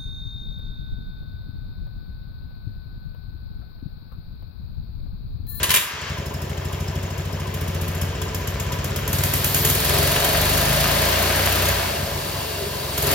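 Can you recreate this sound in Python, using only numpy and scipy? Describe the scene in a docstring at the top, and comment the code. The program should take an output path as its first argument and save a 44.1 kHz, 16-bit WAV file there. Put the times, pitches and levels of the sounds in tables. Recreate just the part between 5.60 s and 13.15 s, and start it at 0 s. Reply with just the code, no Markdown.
"""A bare-walled garage, a stereo microphone pair close to a minibike that has just been pull-started.
The handle clacks home on the tin shroud. The single-cylinder four-stroke idles, fires only every other
cycle for a while, is revved gently, coasts down with dull thuds and catches again. Exhaust thumps echo
off the walls, burnt gas hisses from the outlet, and four piston reversals a cycle rattle the casing."""
import sys
import numpy as np
from scipy import signal
from scipy.fft import rfft, irfft, next_fast_len
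from scipy.io import wavfile
from scipy.ndimage import uniform_filter1d

SR = 44100
rng = np.random.default_rng(int(sys.argv[2]) if len(sys.argv) > 2 else 0)


def dump(signal):
    """Clip the signal to [-1, 1] and save it as 16-bit WAV at the path in sys.argv[1]."""
    limited = np.clip(np.atleast_2d(signal).T, -1, 1)
    pcm = np.round(limited * 32767).astype(np.int16)
    wavfile.write(sys.argv[1], SR, pcm)


N = 332921
T = np.arange(N) / SR
FFT_SIZE = next_fast_len(N + SR)
HZ = np.maximum(np.arange(FFT_SIZE // 2 + 1) * SR / FFT_SIZE, 1)

# Levels are relative within each table. One engine cycle is two crank turns.
# engine speed: t/s, speed/(cycles/s)
ENGINE_SPEED = [(0.0, 12.383), (0.31, 11.84), (0.95, 12.971), (1.81, 13.665), (2.01, 14.738),
                (2.53, 14.959), (3.0, 16.009), (3.45, 17.385), (3.55, 19.11), (4.15, 19.707), (4.3, 22.094),
                (4.79, 24.056), (5.41, 28.652), (6.1, 31.342), (6.68, 25.365), (6.92, 23.85), (7.02, 22.55),
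                (7.09, 21.95), (7.2, 22.05), (7.32, 21.5), (7.55, 23.055)]
# how hard the engine works: t/s, level/dB
ENGINE_EFFORT = [(0, 8), (.1, -9), (.26, -18.5), (.52, -0.5), (1.1, 1.5), (1.85, 0), (2.4, 0.7), (2.6, 0),
                 (3.45, -0.5), (3.58, -1), (4.35, 1.5), (5.3, -2), (6.1, -5.5), (6.25, -7), (6.42, -10.5),
                 (7.32, -7.5), (7.43, -3), (7.52, 1.5)]
# strength of the strokes: t/s, exhaust level/dB, intake level/dB
STROKE_LEVELS = [(0, -12, -37), (.1, -22, -38), (.24, -36, -50), (.5, -18, -33), (1.1, -15.5, -31),
                 (1.85, -17.5, -23), (2.05, -13, -25), (2.45, -15, -23), (2.6, -19.5, -22),
                 (3.45, -19, -26), (3.62, -15, -41), (3.85, -19, -42), (4.2, -15.5, -38), (4.4, -13, -27),
                 (4.6, -21, -27), (4.75, -14.5, -25), (5.1, -12.5, -31), (5.5, -18, -26.5),
                 (6.0, -19.5, -28), (6.25, -27, -29), (7.3, -23, -44), (7.42, -18, -29)]
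# cycles that fail to fire: t/s
MISFIRES = [2.55, 2.68, 2.81, 2.94, 3.06, 3.18, 3.3, 3.42]
# sharp pops, mostly after a missed cycle: t/s, level/dB
EXHAUST_POPS = [(2.412, -35), (2.6147, -27.5), (2.744, -25.5), (2.872, -26.5), (2.997, -25.5),
                (3.119, -26.5), (3.2414, -24.5), (3.359, -23.5), (3.4754, -21.5), (3.528, -17.5),
                (3.5834, -22), (3.6342, -15.5), (3.735, -14.5), (3.842, -14.5), (3.9435, -13), (3.998, -30),
                (4.0477, -12.5), (4.097, -15), (6.054, -31), (6.085, -24)]
# dull thuds in the muffler while coasting: t/s, level/dB
COASTING_THUDS = [(6.0993, -20), (6.166, -33), (6.224, -23), (6.377, -18), (6.42, -23), (6.51, -20),
                  (6.545, -20), (6.639, -20), (6.731, -19)]
# muffler resonances: f/Hz, width/Hz, level/dB
MUFFLER_MODES = [(99, 46, 6.5), (156, 60, -17.5)]
# air box resonances: f/Hz, width/Hz, level/dB
AIRBOX_MODES = [(99, 63, -3), (132, 50, 4), (200, 70, 2.5)]
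# the direct thump and its wall echoes, which make the double chug: delay/s, level/dB
WALL_ECHOES = [(0, 0), (.014, .8), (.0197, -7), (.0439, -6.5)]
# deep bass booming in the garage: t/s, level/dB
BOOM_LEVEL = [(0.0, -22), (0.17, -49), (0.21, -71), (0.44, -43), (1.16, -33), (2.12, -39), (2.61, -35),
              (4.0, -37), (4.86, -21), (4.98, -25), (5.95, -35), (6.29, -56), (6.73, -39), (7.04, -63),
              (7.55, -29)]
# stretches in which every cycle fires with a hiss: start/s, end/s, level/dB
FIRING_SPANS = [(.38, 1.4, -53.5), (1.4, 1.93, -54), (1.93, 2.46, -45.5), (4.13, 6.1, -31),
                (7.36, 7.59, -31)]
# spectrum of the gas jet: f/Hz, level/dB
PUFF_SPECTRUM = [(400, 12), (1000, 7.5), (3000, 6.5), (5000, 0), (7300, 7.5), (8600, 12.5), (10500, 9),
                 (13500, 10), (16000, 0)]
# whistles of the muffler outlet: f/Hz, width/Hz, lift/dB
OUTLET_WHISTLES = [(3090, 130, 5), (5360, 180, 7), (6500, 180, 4), (7000, 230, 7), (10700, 200, 3),
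                   (12500, 300, 4), (13650, 500, 3)]
# spectrum of the casing's low drone: f/Hz, level/dB
DRONE_SPECTRUM = [(120, 0), (220, -1.5), (320, -2.5), (440, -0.5), (540, -4), (700, -8.5), (1400, -29.5)]
# spectrum of the intake's bark: f/Hz, level/dB
BARK_SPECTRUM = [(350, -40), (500, -1), (600, 6.5), (690, 6.5), (780, -1), (900, -4.5), (1500, -31)]
# spectrum of rattling metal: f/Hz, level/dB
RATTLE_SPECTRUM = [(400, -10), (800, -3), (1100, -1), (1800, 5), (3000, 1.5), (4800, -4), (5700, -4),
                   (7500, -8), (10000, -25), (16000, -45)]
# spectrum of the clutch's hiss: f/Hz, level/dB
CLUTCH_SPECTRUM = [(1500, -14), (3000, 3), (4500, 8), (5700, -1), (7300, 0), (8500, 9), (10000, 1.5),
                   (12000, -2), (13700, 3), (16000, -7)]
# casing resonances: f/Hz, width/Hz, lift/dB
CASING_MODES = [(425, 50, 5.5), (568, 63, 2.5), (611, 50, 1), (668, 55, 3), (996, 160, 7), (1212, 180, 5.5),
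                (1620, 110, 4.5), (2220, 70, 1.5), (2740, 150, 3.5), (3100, 120, 2.5), (4110, 67, 1),
                (4800, 150, 2.5)]
# starter handle hitting the shroud: t/s, crack level/dB, ring level/dB
HANDLE_HITS = [(0.0302, -6.5, -12), (0.039, -10, -15), (.092, -11, -24), (0.1034, -5, 4.5),
               (0.114, -8.5, -21), (0.139, -4.5, 1), (0.147, -5.5, 3.5), (0.16, -7, 1), (0.169, -10, -9)]
# spectrum of the handle's crack: f/Hz, level/dB
CRACK_SPECTRUM = [(350, -8.5), (600, 2), (800, -18), (1000, 6), (1250, -4.5), (1700, 5), (2900, -1),
                  (3900, 1), (6000, -3.5), (8500, 5.5), (11000, 1), (16000, -6.5)]
# modes of the tin shroud: f/Hz, level/dB, t60/s
SHROUD_MODES = [(1030, 6, .16), (1850, -4, .35), (2040, 0, .2), (2375, 8, .08), (2660, 9, .08),
                (2950, 11, .1), (3375, 1, .2), (3760, -2, .3), (6800, -5, .25), (8070, -3, .16),
                (8700, 0, .15), (10100, -2, .2), (10800, -5, .15), (12900, -4, .15)]
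# loose metal knocking during the rev: t/s, level/dB
METAL_KNOCKS = [(4.56, -20), (4.6435, -21.5), (4.745, -21), (4.8135, -27), (4.9745, -32), (5.0112, -24),
                (5.1674, -26), (5.2084, -23), (5.239, -24.5), (5.3091, -27), (5.5247, -20.5)]
# cooling fins and heat shield: f/Hz, width/Hz, level/dB, jolt angle/cycles
FIN_MODES = [(983, 84, -38.5, 0.615), (1010, 65, -38, 0.85), (1615, 100, -49.5, 0.032),
             (3140, 380, -43, 0.018), (1704, 60, -49, 0.3), (3150, 200, -46, 0.53), (5210, 90, -44, 0.015),
             (5260, 72, -53, 0.24), (5340, 110, -53, 0.58), (6470, 180, -44, 0.015),
             (6750, 120, -49.5, 0.42), (7180, 100, -44.5, 0.016), (7170, 130, -47, 0.36),
             (7870, 440, -42.5, 0.0096)]
# casing hoot, slipping clutch's sizzle, a growl and two tinny rings, each near one engine speed:
# speed/(cycles/s), reach/(cycles/s), f/Hz, width/Hz, level/dB
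SINGING_PARTS = [(22.7, 1.0, 415, 40, -37), (19.58, .22, 13400, 1800, -28.5), (29.5, 2.2, 640, 150, -35),
                 (24, 3, 2750, 150, -43.5), (24, 3, 4600, 250, -43.5)]
# casing resonances that the gear whine meets: f/Hz, width/Hz, level/dB
HOOT_MODES = [(404, 7, -31), (430, 8, -38)]
# the microphone pair: f/Hz, left-right likeness, left lead/rad, left over right/dB
MIC_PAIR = [(60, .99, 0, 1), (160, .96, 0, 1.5), (330, .75, .1, .7), (680, .3, .3, .8), (1000, .5, .3, 2),
            (1450, .48, 0, 2), (3100, .62, 1.3, 2), (5200, .42, 1.1, 2.4), (5800, .42, -1.7, 2),
            (6800, .48, -1.4, 1), (7600, .85, -2.7, 0), (8600, .96, -3.15, 0), (11000, .78, -4.7, 0),
            (13200, .98, -6.28, 0), (16000, .98, -6.28, 0)]

IDLE_SPEED, MID_SPEED, BARK_OPENS_SPEED, CLUTCH_BITE_SPEED = 12.8, 20, 20.7, 18.24  # cycles/s
THUMP_LAG_S, SUCK_LAG_S = .0084, .006
DRONE_BAND, BARK_BAND, RATTLE_BAND, HISS_BAND = (330, 520), (540, 760), (1200, 5000), (9500, 16000)  # Hz
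GARAGE_T60_S, LOW_CUT_HZ, HIGH_CUT_HZ = 0.38, 52, 16000


def putter(cycles, pop_lift_db=4, suck_db=2):
    """A fired cycle pushes gas through the muffler, a missed one sucks it back; the air box gulps."""
    exhaust_db, intake_db = in_time(STROKE_LEVELS)
    exhaust_db += pop_lift_db * near(np.transpose(EXHAUST_POPS)[0])
    strokes = from_db(exhaust_db) * each_cycle(cycles, 0, jitter_s=.0001, spread_db=0.6)
    missed = near(MISFIRES)
    pushes = later(strokes * (1 - missed), THUMP_LAG_S)
    sucks = from_db(suck_db) * later(strokes * missed, SUCK_LAG_S)
    thuds = later(listed_clicks(COASTING_THUDS), THUMP_LAG_S)
    gas = swell(pushes - sucks + thuds, peak_s=0.0019, order=3)
    gulps = from_db(intake_db) * each_cycle(cycles, .21, jitter_s=.0001, spread_db=2.2)
    air = -swell(later(gulps, THUMP_LAG_S), peak_s=0.0041, order=3)
    muffler = sum(from_db(db) * resonate(gas, hz, width) for hz, width, db in MUFFLER_MODES)
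    airbox = sum(from_db(db) * resonate(air, hz, width) for hz, width, db in AIRBOX_MODES)
    return muffler + airbox


def exhaust_puffs(cycles, speed, effort_db):
    """Burnt gas jets through the outlet for a few ms, in steady firing and at each pop."""
    firing = sum(from_db(db + 8 + 0.51 * effort_db) * (T > start) * (T < end)
                 for start, end, db in FIRING_SPANS)
    firing *= (IDLE_SPEED / speed) ** 0.67  # crowded puffs each carry less of the level
    regular = firing * each_cycle(cycles + .0078 * speed, .06, jitter_s=0.00018, spread_db=2.2)
    pops = from_db(-6) * listed_clicks(EXHAUST_POPS)
    jet = swell(regular, peak_s=0.0083, order=4) + swell(pops, peak_s=0.0034)
    # squared, so only hard pops shake the heat shield into a sizzle
    sizzle = from_db(9) * swell(pops ** 2, peak_s=0.017, order=1)
    return colour(np.hypot(jet, sizzle) * noise(), PUFF_SPECTRUM, OUTLET_WHISTLES, HISS_BAND)


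def clatter(cycles, speed, effort_db):
    """The piston slaps, the valves tick shut, the intake barks; the starter rope whirrs onto its reel."""
    slaps = sum(each_cycle(cycles, reversal / 4 + 0.1022, jitter_s=0.00046, spread_db=3.2)
                for reversal in range(4))
    ticks = sum(each_cycle(cycles, angle, jitter_s=.0003, spread_db=2.5) for angle in (.3, .51))
    chuffs = each_cycle(cycles, .13, jitter_s=.0005, spread_db=1.5)
    # each envelope is a steady floor with bumps on it
    drone = evened(from_db(4) + swell(slaps, peak_s=0.00024) + from_db(-16) * swell(chuffs, peak_s=.008))
    drone *= engine_gain(speed, -35 + 0.6 * effort_db, per_doubling_db=7.6)
    bark = evened(from_db(5) + swell(slaps, peak_s=.0015) + from_db(-2) * swell(ticks, peak_s=0.0028))
    bark *= engine_gain(speed, -39 + 0.89 * effort_db, per_doubling_db=9.9)
    bark *= from_db(8 * past(speed, BARK_OPENS_SPEED, width=1.3))
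    rattle = evened(from_db(6) + swell(slaps, peak_s=0.00057) + from_db(16) * swell(ticks, peak_s=93e-6))
    rattle *= engine_gain(speed, -30.5 + effort_db, per_doubling_db=16.45)
    rope = from_db(-32.5 - 71 * np.maximum(T - 0.49, 0))  # home at 0.49 s, then fading 71 dB/s
    return (colour(drone * noise(), DRONE_SPECTRUM, CASING_MODES, DRONE_BAND)
            + colour(bark * noise(), BARK_SPECTRUM, CASING_MODES, BARK_BAND)
            + colour(np.hypot(rattle, rope) * noise(), RATTLE_SPECTRUM, CASING_MODES, RATTLE_BAND))


def starter_handle():
    """The handle bounces on the tin shroud: a crunchy crack each time, and the shroud rings on."""
    times, crack_db, ring_db = np.transpose(HANDLE_HITS)
    bursts = swell(clicks(times, from_db(crack_db)), peak_s=0.0029, order=1) * noise()
    cracks = colour(bursts, CRACK_SPECTRUM, [(2870, 630, 5.1)], HISS_BAND)
    t = T[:SR]
    shroud = sum(from_db(db - 60 * t / t60) * np.sin(2 * np.pi * (hz * t + rng.random((2, 1))))
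                 for hz, db, t60 in SHROUD_MODES)
    ringing = signal.fftconvolve(clicks(times, from_db(ring_db))[None], shroud, axes=1)[:, :N]
    return from_db(-14) * cracks + from_db(-36.5) * ringing


def clutch(speed, effort_db):
    """The clutch hisses once it bites; at lower speeds it runs free, almost silent."""
    free = 1 - past(speed, CLUTCH_BITE_SPEED, width=0.77)
    gain = engine_gain(speed, -32 + 0.84 * effort_db - 50 * free, per_doubling_db=6.9)
    return colour(gain * noise(), CLUTCH_SPECTRUM, [], HISS_BAND)


def loose_metal():
    """Loose metal strikes the casing, a short crash each time."""
    crashes = swell(listed_clicks(METAL_KNOCKS), peak_s=0.0043, order=1) * noise()
    return colour(crashes, RATTLE_SPECTRUM, CASING_MODES, RATTLE_BAND)


def fins(cycles):
    """Thin metal on the cylinder is jolted every cycle and rings on; a pop makes its high modes clink."""
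    times, pop_db = np.transpose(EXHAUST_POPS)
    pops = clicks(times, from_db(np.minimum(pop_db + 43, 4)))
    ringing = 0
    for hz, width, db, angle in FIN_MODES:
        jolts = each_cycle(cycles, angle, jitter_s=.0005, spread_db=2.5) + pops * (hz > 2000)
        ring = resonate(swell(jolts, peak_s=0.0058, order=1) * noise(), hz, width)
        ringing += from_db(db - 6) * ring / ring.std()
    return ringing


def singing_parts(speed):
    """Each part swells in sympathy as the engine passes its speed."""
    song = 0
    for centre, reach, hz, width, db in SINGING_PARTS:
        ring = evened(resonate(resonate(noise(), hz, width), hz, width))
        song += from_db(db) * np.exp(-((speed - centre) / reach) ** 2) * ring
    return song


def gear_hoot(cycles, speed, teeth_per_cycle=18):
    """The gear whine glides with the engine, wavering, and swells on the casing's resonances."""
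    mesh_hz = teeth_per_cycle * speed
    gain = sum(from_db(db) * np.exp(-((mesh_hz - hz) / width) ** 2) for hz, width, db in HOOT_MODES)
    waver = signal.sosfilt(signal.butter(2, 12, fs=SR, output="sos"), noise())
    return from_db(3.5) * gain * np.sin(2 * np.pi * teeth_per_cycle * cycles + 0.71 * waver / waver.std())


def garage_chug(thumps):
    """Thumps come back off the nearby walls; a room mode hums on and the deep bass booms."""
    echoed = sum(from_db(db) * later(thumps, delay) for delay, db in WALL_ECHOES)
    hum = from_db(-8) * resonate(echoed, hz=91, width_hz=12)
    boom = signal.sosfilt(signal.butter(2, [45, 66], "band", fs=SR, output="sos"), echoed)
    return from_db(-0.5) * (echoed + hum) + from_db(in_time(BOOM_LEVEL)[0] - 8) * evened(boom)


def garage_tail(fields, wet_db, build_up_s=0.0039):
    """Bare walls add a smooth tail to each sound field."""
    t = T[:SR]
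    tails = rng.standard_normal((2, SR)) * from_db(-60 * t / GARAGE_T60_S) * (1 - np.exp(-t / build_up_s))
    tails *= from_db(wet_db) / np.linalg.norm(tails, axis=1, keepdims=True)
    return (fields + signal.fftconvolve(fields, tails, axes=1)[:, :N]) / np.hypot(1, from_db(wet_db))


def microphones(fields):
    """The pair shares the direct field, takes the scattered one with opposite signs and cuts deep bass."""
    alike, lead, balance_db = at_hz(MIC_PAIR)
    direct, scattered = rfft(fields, FFT_SIZE)
    side = np.array([[1], [-1]])
    pair = np.sqrt((1 + alike) / 2) * direct + side * np.sqrt((1 - alike) / 2) * scattered
    pair /= np.sqrt(1 + (LOW_CUT_HZ / HZ) ** 10)
    pair *= np.exp(.5j * side * lead) * from_db(side * balance_db / 2)
    return irfft(pair, FFT_SIZE)[:, :N]


def from_db(db):
    """Decibels to gain."""
    return 10 ** (np.asarray(db) / 20)


def engine_gain(speed, mid_speed_db, per_doubling_db):
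    """Gain of a part that grows louder with engine speed."""
    return from_db(mid_speed_db + per_doubling_db * np.log2(speed / MID_SPEED))


def past(speed, knee, width):
    """Rises smoothly from 0 to 1 as the speed passes the knee."""
    return (1 + np.tanh((speed - knee) / width)) / 2


def near(times):
    """1 within 22 ms of the given moments, else 0."""
    return 1.0 * (sum(abs(T - s) < .022 for s in times) > 0)


def later(x, delay_s):
    """Delay a signal."""
    return np.interp(T - delay_s, T, x, left=0)


def in_time(rows):
    """Each column of a curve at every sample."""
    times, *columns = np.transpose(rows)
    return [np.interp(T, times, column) for column in columns]


def at_hz(rows):
    """Each column of a spectrum at every frequency."""
    hz, *columns = np.transpose(rows)
    return [np.interp(np.log(HZ), np.log(hz), column) for column in columns]


def noise():
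    """Unrelated white noise for the direct and the scattered sound field."""
    return rng.standard_normal((2, N))


def colour(x, spectrum, resonances, band):
    """Shape x by a spectrum with resonant humps; unit white noise comes out with rms 1 within the band."""
    humps_db = sum(lift / (1 + (2 * (HZ - hz) / width) ** 2) for hz, width, lift in resonances)
    gain = from_db(at_hz(spectrum)[0] + humps_db)
    gain /= np.sqrt(np.mean(gain ** 2 * (HZ > band[0]) * (HZ < band[1])))
    return irfft(rfft(x, FFT_SIZE) * gain, FFT_SIZE)[..., :N]


def resonate(x, hz, width_hz):
    """Two-pole resonance, gain 1 on top."""
    r = np.exp(-np.pi * width_hz / SR)
    feedback = [1, -2 * r * np.cos(2 * np.pi * hz / SR), r * r]
    return signal.lfilter(np.array([1, 0, -1]) * (1 - r * r) / 2, feedback, x + 1e-18)


def evened(x):
    """Hold the rms at 1 over a few engine cycles."""
    size = int(.15 * SR)
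    return x / np.sqrt(uniform_filter1d(uniform_filter1d(x * x, size), size) + 1e-20)


def clicks(times, sizes):
    """A train of clicks."""
    return np.bincount(np.clip(np.asarray(times) * SR, 0, N).astype(int), sizes, N + 1)[:N]


def listed_clicks(rows):
    """Clicks from rows of t/s, level/dB."""
    times, db = np.transpose(rows)
    return clicks(times, from_db(db))


def each_cycle(cycles, angle, jitter_s, spread_db):
    """One click a cycle at the given share of the cycle, a little uneven in time and strength."""
    marks = np.arange(200) + angle
    timing, strength = rng.standard_normal((len(marks), 2)).T
    times = np.interp(marks, cycles, T, right=2 * T[-1])
    return clicks(times + jitter_s * timing, from_db(spread_db * strength))


def swell(train, peak_s, order=2):
    """Every click becomes a bump of its own height, peaking after peak_s; higher orders are tighter."""
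    u = T[:SR // 5] / peak_s
    return signal.fftconvolve(train, (u * np.exp(1 - u)) ** order)[:N]


def scene():
    """The minibike and the garage at the microphones; the crank angle times the engine's strokes."""
    speed, effort_db = in_time(ENGINE_SPEED)[0], in_time(ENGINE_EFFORT)[0]
    cycles = .04 + np.cumsum(speed) / SR
    machinery = clatter(cycles, speed, effort_db) + clutch(speed, effort_db) + fins(cycles)
    machinery += singing_parts(speed) + loose_metal() + gear_hoot(cycles, speed)
    fields = from_db(-0.5) * garage_tail(machinery, wet_db=-8.5)
    fields += from_db(4) * garage_tail(exhaust_puffs(cycles, speed, effort_db), wet_db=-3)
    fields += from_db(2.5) * garage_tail(starter_handle(), wet_db=-3.5)
    fields[0] += garage_chug(putter(cycles))  # direct field only
    return microphones(fields)


def record(dry):
    """A steep low-pass cuts the top treble."""
    return signal.sosfilt(signal.ellip(12, .1, 90, HIGH_CUT_HZ, fs=SR, output="sos"), dry)


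dry = scene()
out = record(dry)
dump(out)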